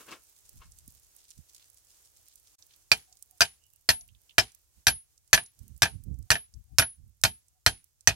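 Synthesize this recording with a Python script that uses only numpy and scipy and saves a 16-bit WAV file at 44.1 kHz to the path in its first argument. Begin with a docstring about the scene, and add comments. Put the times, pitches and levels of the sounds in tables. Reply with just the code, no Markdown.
"""Outdoors by a hut: first quick faint sawing and ticking from some way off, then, close by, a hammer drives a
steel blade into a green bamboo pole lying on the ground, twelve blows with rebounds. Pole and blade are
decaying sines, the crack and clatter shaped noise, the ground a low thud. Wind buffets two microphone ports
with low noise; small dry ticks, resonant clicks, come from the right. A grainy hiss, wood scrapes, a faint
distant knock and faint hollow tones are filtered noise."""
import sys
import numpy as np
from scipy import signal
from scipy.fft import rfft, irfft
from scipy.io import wavfile
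from scipy.ndimage import uniform_filter1d

SR = 44100
rng = np.random.default_rng(int(sys.argv[2]) if len(sys.argv) > 2 else 0)


def convert_level_to_amplitude(level_db):
    """Map a level in decibels to its linear amplitude factor."""
    exponent = np.asarray(level_db, float) / 20
    return 10 ** exponent


def transcribe(signal):
    """Save signal, clipped to [-1, 1], as a 16-bit WAV file at the path in sys.argv[1]."""
    frames = np.atleast_2d(signal).T
    limited = np.clip(frames, -1, 1)
    pcm = np.round(limited * 32767).astype(np.int16)
    wavfile.write(sys.argv[1], SR, pcm)


N = 359415
TIME = np.arange(N) / SR


def unit(x):
    """Scale to rms 1."""
    return x / np.sqrt(np.mean(x ** 2))


def colour(x, points):
    """Shape noise by a (f/Hz, level/dB) spectrum, straight in log frequency between points."""
    hz, db = np.transpose(points)
    size = x.shape[-1]
    bin_hz = np.arange(size // 2 + 1) * SR / size + 1
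    return irfft(rfft(x) * convert_level_to_amplitude(np.interp(np.log(bin_hz), np.log(hz), db)), size)


def band(x, hz, width_hz):
    """Two-pole resonance."""
    b, a = signal.iirpeak(min(hz, .45 * SR), hz / width_hz, fs=SR)
    return signal.lfilter(b, a, x)


def walk(rate_hz):
    """Random levels held 1 / rate_hz s and slewed twice."""
    hold = int(SR / rate_hz)
    steps = np.repeat(rng.standard_normal(N // hold + 1), hold)
    return uniform_filter1d(uniform_filter1d(steps, hold), hold)[:N]


def pan(db):
    """Left and right gains; db is left minus right."""
    return convert_level_to_amplitude(np.array([db, -db]) / 2)


def add(out, s, sound):
    """Mix a sound in at s seconds."""
    i = int(s * SR)
    out[..., i:i + sound.shape[-1]] += sound[..., :N - i]


def grit(rate_hz, spread_db, smear):
    """Uneven little catches, each with a short tail."""
    size = np.minimum(rng.exponential(size=N), 3.5)
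    catches = (rng.random(N) < rate_hz / SR) * convert_level_to_amplitude(spread_db * size)
    return unit(signal.lfilter([1], [1, -smear], catches))


def modes(table, t, scatter_db, detune, apart, rough=0., favour_hz=None):
    """Decaying sines, struck a little differently each time; ports differ in phase and level."""
    favour_db, favour_log_width = 10, .1
    hz, db, t60_s = np.array(table).T[:, :, None]
    chance = rng.standard_normal((5, len(table), 1))
    if favour_hz:  # where the blow lands lifts the notes near one pitch
        db = db + favour_db * np.exp(-(np.log(hz / favour_hz) / favour_log_width) ** 2)
    # phase jogs as each note rings
    jog = rough * np.cumsum(rng.standard_normal((len(table), len(t))), axis=1) / np.sqrt(SR)
    phase = 2 * np.pi * hz * (1 + detune * chance[0]) * t + chance[1] + jog
    lead = apart * np.minimum(hz / 1000, 5.5) * (1 + .3 * chance[3])  # higher notes part more
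    size = convert_level_to_amplitude(db + scatter_db * chance[2]) * 1000. ** (-t / t60_s)
    ports = []
    for side in (-1, 1):
        side_gain = convert_level_to_amplitude(.7 * scatter_db * side * chance[4])
        ports.append(side_gain * size * np.sin(phase + side * lead))
    return np.sum(ports, axis=1) / np.sqrt(np.sum(convert_level_to_amplitude(2 * db)))


def contact(bamboo_db, blade_db, favour_hz, rise_s):
    """Steel meets steel: pole and blade ring, a crack, and fibres clatter on in an uneven tail."""
    # pole notes: f/Hz, relative level/dB, t60/s
    pole_notes = [(300, -26.5, 0.086), (436, -26, 0.15), (674.4, -8.5, 0.08), (782, -19, 0.13),
                  (926, -15, 0.1), (1322, -8, 0.035), (1466, -9.5, 0.062), (1600, -10, 0.074),
                  (1721, -6, 0.06), (1856, -6, 0.041), (2420, -1.5, 0.061), (2558, -5, 0.055),
                  (2743, -11, 0.074), (3083, -10, 0.11)]
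    # blade notes: f/Hz, relative level/dB, t60/s
    blade_notes = [(3744, -13, 0.032), (4267, -3.5, .045), (4700, -11.5, .05), (5100, -8, 0.05),
                   (5390, -9, 0.045), (5634, -8, .04), (5950, -5, .04), (6115, -2, .04), (7700, -12, 0.017)]
    # spectrum of splitting fibres: f/Hz, relative level/dB
    clatter_spectrum = [(200, -44), (450, -19.5), (900, -15), (2200, -8.5), (4500, -8.5), (9500, -14),
                        (12000, -12.5), (16000, -36.5)]
    uneven_db, step_samples = 2.5, 90
    pan_db = -1
    t = TIME[:int(.22 * SR)]
    rise = 1 - np.exp(-t / rise_s)
    wood = modes(pole_notes, t, scatter_db=2.0, detune=.015, apart=.3, rough=14., favour_hz=favour_hz)
    steel = modes(blade_notes, t, scatter_db=7.5, detune=0.031, apart=0.085, rough=26.0)
    near = unit(colour(rng.standard_normal(len(t)), clatter_spectrum))
    far = unit(colour(rng.standard_normal((2, len(t))), clatter_spectrum))
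    # left port a sample late; each port has its own ground bounce
    left = np.roll(near, 1) + .6 * np.roll(near, 11)
    right = near - .5 * np.roll(near, 14)
    crack_decay = convert_level_to_amplitude(1.5) * np.exp(-t / 0.0017) + convert_level_to_amplitude(-12) * np.exp(-t / .012)
    crack = np.array([left, right]) * crack_decay
    # the tail is uneven and darker than the crack
    steps = np.repeat(rng.standard_normal(len(t) // step_samples + 1), step_samples)[:len(t)]
    tail_decay = convert_level_to_amplitude(-10.5) * np.exp(-t / 0.013) + convert_level_to_amplitude(-34.5) * np.exp(-t / 0.041)
    tail = band(far * convert_level_to_amplitude(uneven_db * steps), 3000, 7000) * tail_decay
    blade = convert_level_to_amplitude(blade_db) * (convert_level_to_amplitude(-4) * steel + crack)  # blade_db is relative to the bamboo
    return rise * pan(pan_db)[:, None] * convert_level_to_amplitude(bamboo_db) * (wood + tail + blade)


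def hammer():
    """Blows and rebounds; the thud comes late through the ground, and the hand stops the blade's ring."""
    # hammer blows: t/s, bamboo level/dB, blade ring level/dB, favoured bamboo f/Hz
    blows = [(2.9162, -8.5, -36, 2304), (3.407, -10.5, -29, 1600), (3.8896, -10.5, -19.5, 1850),
             (4.3816, -5, -33, 1790), (4.8685, -11.5, -17, 1610), (5.3304, -4, -18.5, 1737),
             (5.8205, -13.5, -29.5, 1653), (6.3037, -13.5, -19, 1740), (6.7844, -15, -15.5, 1467),
             (7.237, -17, -22, 1445), (7.6626, -7, -28, 1868), (8.0733, -9.5, -35, 1960)]
    # second contacts as hammer and pole rebound: t/s, bamboo level/dB
    rebounds = [(3.416, -10), (3.901, -15.5), (4.394, -21.5), (4.880, -12.5), (5.345, -14), (5.376, -17.5),
                (5.829, -10.5), (5.855, -20), (5.868, -35.5), (6.315, -10.5), (6.354, -21), (6.795, -11.5),
                (6.822, -18), (7.249, -12.5), (7.677, -21), (8.089, -20.5), (8.105, -24.5)]
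    # blade's thin top notes: f/Hz, relative level/dB, t60/s
    top_notes = [(10340, 3, .33), (10900, 2, .06), (11470, 6, .11)]
    # spectrum of the soil shuddering after the thud: f/Hz, relative level/dB
    soil_spectrum = [(25, -20.5), (60, 2), (110, -2.5), (200, -11), (350, -21), (800, -64.5)]
    steel_db, steel_grows_db_per_s = -14.5, 0.78  # cracks harder as the blade wedges in
    thud_first_db, thud_seated_db, seating_s = -35, -23, 1.6  # grows as the pole beds into the soil
    rebound_steel_db, steel_fade_db_per_s = -1.5, -220  # relative to bamboo; by time since the blow
    blow_rise_s, rebound_rise_s = 0.00031, 0.0011
    soft_after_s, soft_top_hz = .03, 3500  # late rebounds lose their top
    ring_fade_in_s = 0.0027  # short fade-in of the thin top notes
    out, t = np.zeros((2, N)), TIME[:int(.4 * SR)]
    thud = np.exp(-((t - .0125) / .0075) ** 2) * np.cos(2 * np.pi * 104 * (t - .0148))
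    late = (1 - np.exp(-(t / 0.015) ** 2)) * np.exp(-t / 0.025)
    ring_shape = (1 - np.exp(-t / ring_fade_in_s)) / (1 + np.exp((t - .16) / 0.02))
    for s, bamboo_db, ring_db, favour_hz in blows:
        since_s = s - blows[0][0]
        blade_db = steel_db + steel_grows_db_per_s * since_s - bamboo_db
        add(out, s, contact(bamboo_db, blade_db, favour_hz, blow_rise_s))
        noise = rng.standard_normal((3, len(t)))
        shudder = late * unit(colour(noise[0] + 0.5 * noise[1:], soil_spectrum))
        thud_db = thud_seated_db + (thud_first_db - thud_seated_db) * np.exp(-(since_s / seating_s) ** 2)
        add(out, s, convert_level_to_amplitude(thud_db) * (thud + convert_level_to_amplitude(-2.5) * shudder))
        ring = modes(top_notes, t, scatter_db=1.36, detune=0.00053, apart=0.13, rough=5.)
        add(out, s, convert_level_to_amplitude(ring_db) * ring_shape * ring)
    for s, bamboo_db in rebounds:
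        blow_s, *_, favour_hz = max(blow for blow in blows if blow[0] < s)
        since_s = s - blow_s
        soft = since_s > soft_after_s
        blade_db = rebound_steel_db + steel_fade_db_per_s * since_s
        knock = contact(bamboo_db, blade_db, favour_hz, blow_rise_s if soft else rebound_rise_s)
        if soft:
            knock = signal.lfilter(*signal.butter(2, soft_top_hz, fs=SR), knock)
        add(out, s, knock)
    return out


def saw():
    """Teeth catch in fibre: gritty noise that swells and fades with each stroke."""
    # extra lower-pitched bites: t/s, level/dB, centre f/Hz
    bites = [(.12, -52.5, 4730), (1.242, -65, 5246), (1.318, -60.5, 5900), (1.55, -58.5, 6030),
             (1.618, -61, 3970), (2.31, -65, 5000), (2.719, -61, 4000)]
    from_s, stroke_s, slip_s, count = .28, .1, .015, 24  # quick, nearly even strokes
    stroke_db, scatter_db, stroke_hz = -63, 0.5, 7100
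    out, t = np.zeros((2, N)), TIME[:int(.14 * SR)]
    teeth = rng.standard_normal((2, N)) * (.5 + grit(600, spread_db=7.0, smear=0.987))
    slip, size, pitch = rng.standard_normal((count, 3)).T
    at_s = from_s + stroke_s * np.arange(count) + slip_s * slip
    strokes = zip(at_s, stroke_db + scatter_db * size, stroke_hz * (1 + .07 * pitch))
    swell = np.exp(-((t - .05) / np.where(t < .05, .02, .03)) ** 2)
    for s, db, hz in [*bites, *strokes]:
        part = teeth[:, int(s * SR):][:, :len(t)]
        part = unit(band(band(part, hz, 0.9 * hz), hz, 1.6 * hz))
        add(out, s - .05, convert_level_to_amplitude(db) * part * swell)
    return out * pan(-2.4)[:, None]


def ticks():
    """Clicks in a broad resonance with a smear, longer for low ones; the left port shades high ones more."""
    # clearest dry ticks: t/s, level/dB, centre f/Hz
    clear = [(0.492, -40, 10500), (0.72, -42.5, 7150), (0.787, -42, 8460), (0.878, -37.5, 11600),
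             (1.164, -42, 10300), (1.305, -38.5, 7230), (1.546, -44, 9060), (1.7, -45, 9670),
             (2.284, -45, 10300), (2.357, -41.5, 10900), (2.624, -41.5, 5260), (2.975, -43, 11760),
             (3.126, -43, 5860), (3.17, -47, 7040), (3.225, -33.5, 9300), (3.31, -44.5, 11120),
             (3.638, -52.5, 6800), (3.735, -49.5, 11100), (4.01, -40, 6066), (4.088, -50, 3130),
             (4.149, -51.5, 3320), (4.294, -44, 3240), (4.308, -45.5, 3000), (4.548, -42, 10870),
             (5.632, -53.5, 10640), (5.764, -48.5, 7800), (5.777, -45, 11550), (6.142, -55, 7000),
             (7.483, -51.5, 7600), (7.842, -45.5, 10400)]
    faint_count = 70  # at random, thickest early on
    faint_db, faint_rise_db_per_s, faint_hz = -53, 1.7, 9000
    out, t = np.zeros((2, N)), TIME[:int(.05 * SR)]
    place, size, pitch = rng.random((faint_count, 3)).T
    at_s = place ** 2 * N / SR
    faint = zip(at_s, faint_db + faint_rise_db_per_s * at_s - 8 * size, faint_hz * (.7 + .6 * pitch))
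    for s, db, hz in [*clear, *faint]:
        decay = np.exp(-t / 0.0023) + convert_level_to_amplitude(-8.5) * np.exp(-t * hz / 35)
        burst = rng.standard_normal((2, len(t))) * decay
        width_hz = hz * np.clip(hz / 11000, .2, .9)
        burst = band(band(burst, hz, width_hz), hz, 1.5 * width_hz)
        burst = signal.sosfilt(signal.butter(2, .6 * hz, "high", fs=SR, output="sos"), burst)
        # nominal peak from the rms of the first 3 ms
        peak = 3.5 * np.sqrt(np.mean(burst[:, :int(.003 * SR)] ** 2, axis=1, keepdims=True))
        add(out, s, convert_level_to_amplitude(db) * pan(-6 - hz / 1300)[:, None] * burst / peak)
    return out


def scrapes():
    """Wood drags over wood, and once a faint knock sounds further off: rough noise in the body's resonances, a
    quick swell and a slower fade."""
    # wooden scrapes, the last a faint distant knock: t/s, level/dB, share of the lowest resonance
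    wood_sounds = [(.01, -52, 0.74), (0.088, -47.5, 0.9), (.125, -42, 0.95), (0.622, -53.5, 0.19)]
    # body resonances: f/Hz, width/Hz, relative level/dB
    body = [(423, 570, -2.5), (1085, 47, 0.5), (1300, 330, -5), (1610, 8.8, -4), (2175, 73, -5),
            (2600, 250, -11)]
    rise_s, fall_s = 0.0097, 0.021
    out = 0
    rough = rng.standard_normal((2, N)) * (0.65 + grit(500, spread_db=0.0, smear=1.0))
    rough = rough[0] + 0.92 * rough  # mostly common to both ports
    lowest, *upper = (convert_level_to_amplitude(db) * band(rough, hz, width_hz) for hz, width_hz, db in body)
    for s, db, low in wood_sounds:
        shape = np.exp(-np.abs(TIME - s) / np.where(TIME < s, rise_s, fall_s))
        sound = shape * (low * lowest + sum(upper))
        out = out + convert_level_to_amplitude(db) * unit(sound) * np.sqrt(np.mean(shape ** 2))
    return out


def thump():
    """Something soft bumps the microphone: one short low push, 3 dB stronger on the right port."""
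    at_s, level_db, hz, half_s = .882, -47.5, 205, 0.003
    t = TIME - at_s
    push = np.exp(-(t / half_s) ** 2) * np.cos(2 * np.pi * hz * t)
    return convert_level_to_amplitude(level_db) * push * pan(-3)[:, None]


def rasp():
    """Sparse bright grains over a flickering hiss; the level falls slowly after a louder start."""
    # hiss spectrum: f/Hz, relative level/dB
    hiss_spectrum = [(150, -29.5), (300, -7), (2000, -12.5), (4000, -10), (6500, -3.5), (11000, -7),
                     (16000, -10.5)]
    level_db, drift_db_per_s, start_lift_db, start_s = -63.5, -1.61, 8.5, 0.074
    db = level_db + drift_db_per_s * TIME + start_lift_db * np.exp(-TIME / start_s)
    bright = rng.standard_normal((2, N)) * grit(150, spread_db=4.0, smear=0.88)
    bright = band(band(bright, 16000, 11000), 11000, 12000) * pan(-8.0)[:, None]
    hiss = unit(colour(rng.standard_normal((2, N)), hiss_spectrum)) * pan(-2.7)[:, None]
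    flicker = convert_level_to_amplitude(2.5 * walk(12) + 1.5 * walk(3))
    return (hiss * flicker + convert_level_to_amplitude(-5.5) * unit(bright)) * convert_level_to_amplitude(db)


def hoot():
    """Narrow noise in a hollow resonance: faint tones come and go, mostly on the right."""
    # hollow tones: t/s, level/dB, f/Hz
    tones = [(3.12, -76, 740), (3.332, -81, 720), (3.645, -77.5, 2900), (3.75, -87, 2840),
             (4.023, -80.5, 706), (6.15, -89, 744), (6.287, -90, 747), (6.72, -81, 742), (7.565, -87, 734)]
    half_s, sharpness = .03, 14
    out, t = np.zeros((2, N)), TIME[:int(.2 * SR)]
    swell = np.exp(-((t - .1) / half_s) ** 2)
    for s, db, hz in tones:
        noise = rng.standard_normal(len(t))
        tone = band(band(noise, hz, hz / sharpness), hz, hz / sharpness)
        add(out, s - .1, convert_level_to_amplitude(db) * unit(tone) * swell * pan(-18.0)[:, None])
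    return out


def wind():
    """Eddies push on the ports in short lumps that crowd in the gusts; the stronger ones reach higher."""
    # single strong eddies striking a port: t/s, level/dB, left minus right/dB
    buffets = [(0.559, -55, -25), (0.878, -57, -6), (1.392, -46.5, -41.5), (4.788, -61, -14),
               (4.952, -48.5, -21), (5.612, -52.5, -48), (5.75, -56, -30), (5.948, -39.5, -27.5),
               (6.071, -51, -32), (6.196, -44, -33), (6.563, -47.5, 48), (6.733, -47.5, 33),
               (6.997, -55, -17)]
    # gusts: mid t/s, level/dB, half length to -6 dB/s, left minus right/dB
    gusts = [(.75, -70, 0.21, 0), (4.1, -66.5, 0.075, -16), (5.715, -59.5, 0.09, -26),
             (6.08, -49, .13, -27), (6.637, -60, .08, 32), (7.055, -70, 0.1315, -19)]
    floor_db, eddies_per_s, eddy_s, scatter_db = -75, 48, 0.021, 5.5
    low_spectrum = [(8, -40.0), (30, -8), (60, 1), (110, -7.0), (200, -23.0), (500, -51.5), (2000, -79.5)]
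    high_spectrum = [(60, -25.5), (140, 0.5), (300, -13.0), (600, -39.5), (2000, -83)]
    push = np.full((2, N), convert_level_to_amplitude(floor_db))
    eddies = list(buffets)
    for mid_s, db, half_s, pan_db in gusts:
        at_s = np.arange(-1.5 * half_s, 1.5 * half_s, 1 / eddies_per_s)
        slip, size = rng.standard_normal((40, 2))[:len(at_s)].T
        for a, d, g in zip(at_s, slip, size):
            eddy_db = db - 6 * (a / half_s) ** 2 + scatter_db * g
            eddies.append((mid_s + a + .012 * d, eddy_db, pan_db))
    lump = np.exp(-((TIME[:int(.1 * SR)] - .05) / eddy_s) ** 2)
    for s, db, pan_db in eddies:
        add(push, s - .05, convert_level_to_amplitude(db) * unit(pan(pan_db))[:, None] * lump)
    low = unit(colour(rng.standard_normal((2, N)), low_spectrum))
    high = unit(colour(rng.standard_normal((2, N)), high_spectrum))
    reach = convert_level_to_amplitude(-14.0 + 7.7 * walk(40)) * np.sqrt(push / convert_level_to_amplitude(-37.5))
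    return push * (low + high * reach)


def scene():
    """All sources; the level dips about 30 dB for a moment."""
    dip_s, dip_half_s, edge_s = 2.57, .012, 0.0063
    gate = np.clip((np.abs(TIME - dip_s) - dip_half_s) / edge_s, .03, 1)
    return gate * (hammer() + saw() + ticks() + scrapes() + thump() + rasp() + hoot() + wind())


def low_pass(x):
    """Removes everything above the highest recorded frequency."""
    return signal.sosfilt(signal.butter(12, 16850, fs=SR, output="sos"), x)


def record(dry):
    """The loudest peaks are rounded off and the top is cut at 16 kHz."""
    rounded = np.tanh(0.95 * dry) / 0.93
    top_cut = signal.ellip(8, .3, 75, 16000, fs=SR, output="sos")
    return low_pass(signal.sosfilt(top_cut, rounded))


dry = scene()
out = record(dry)
transcribe(out)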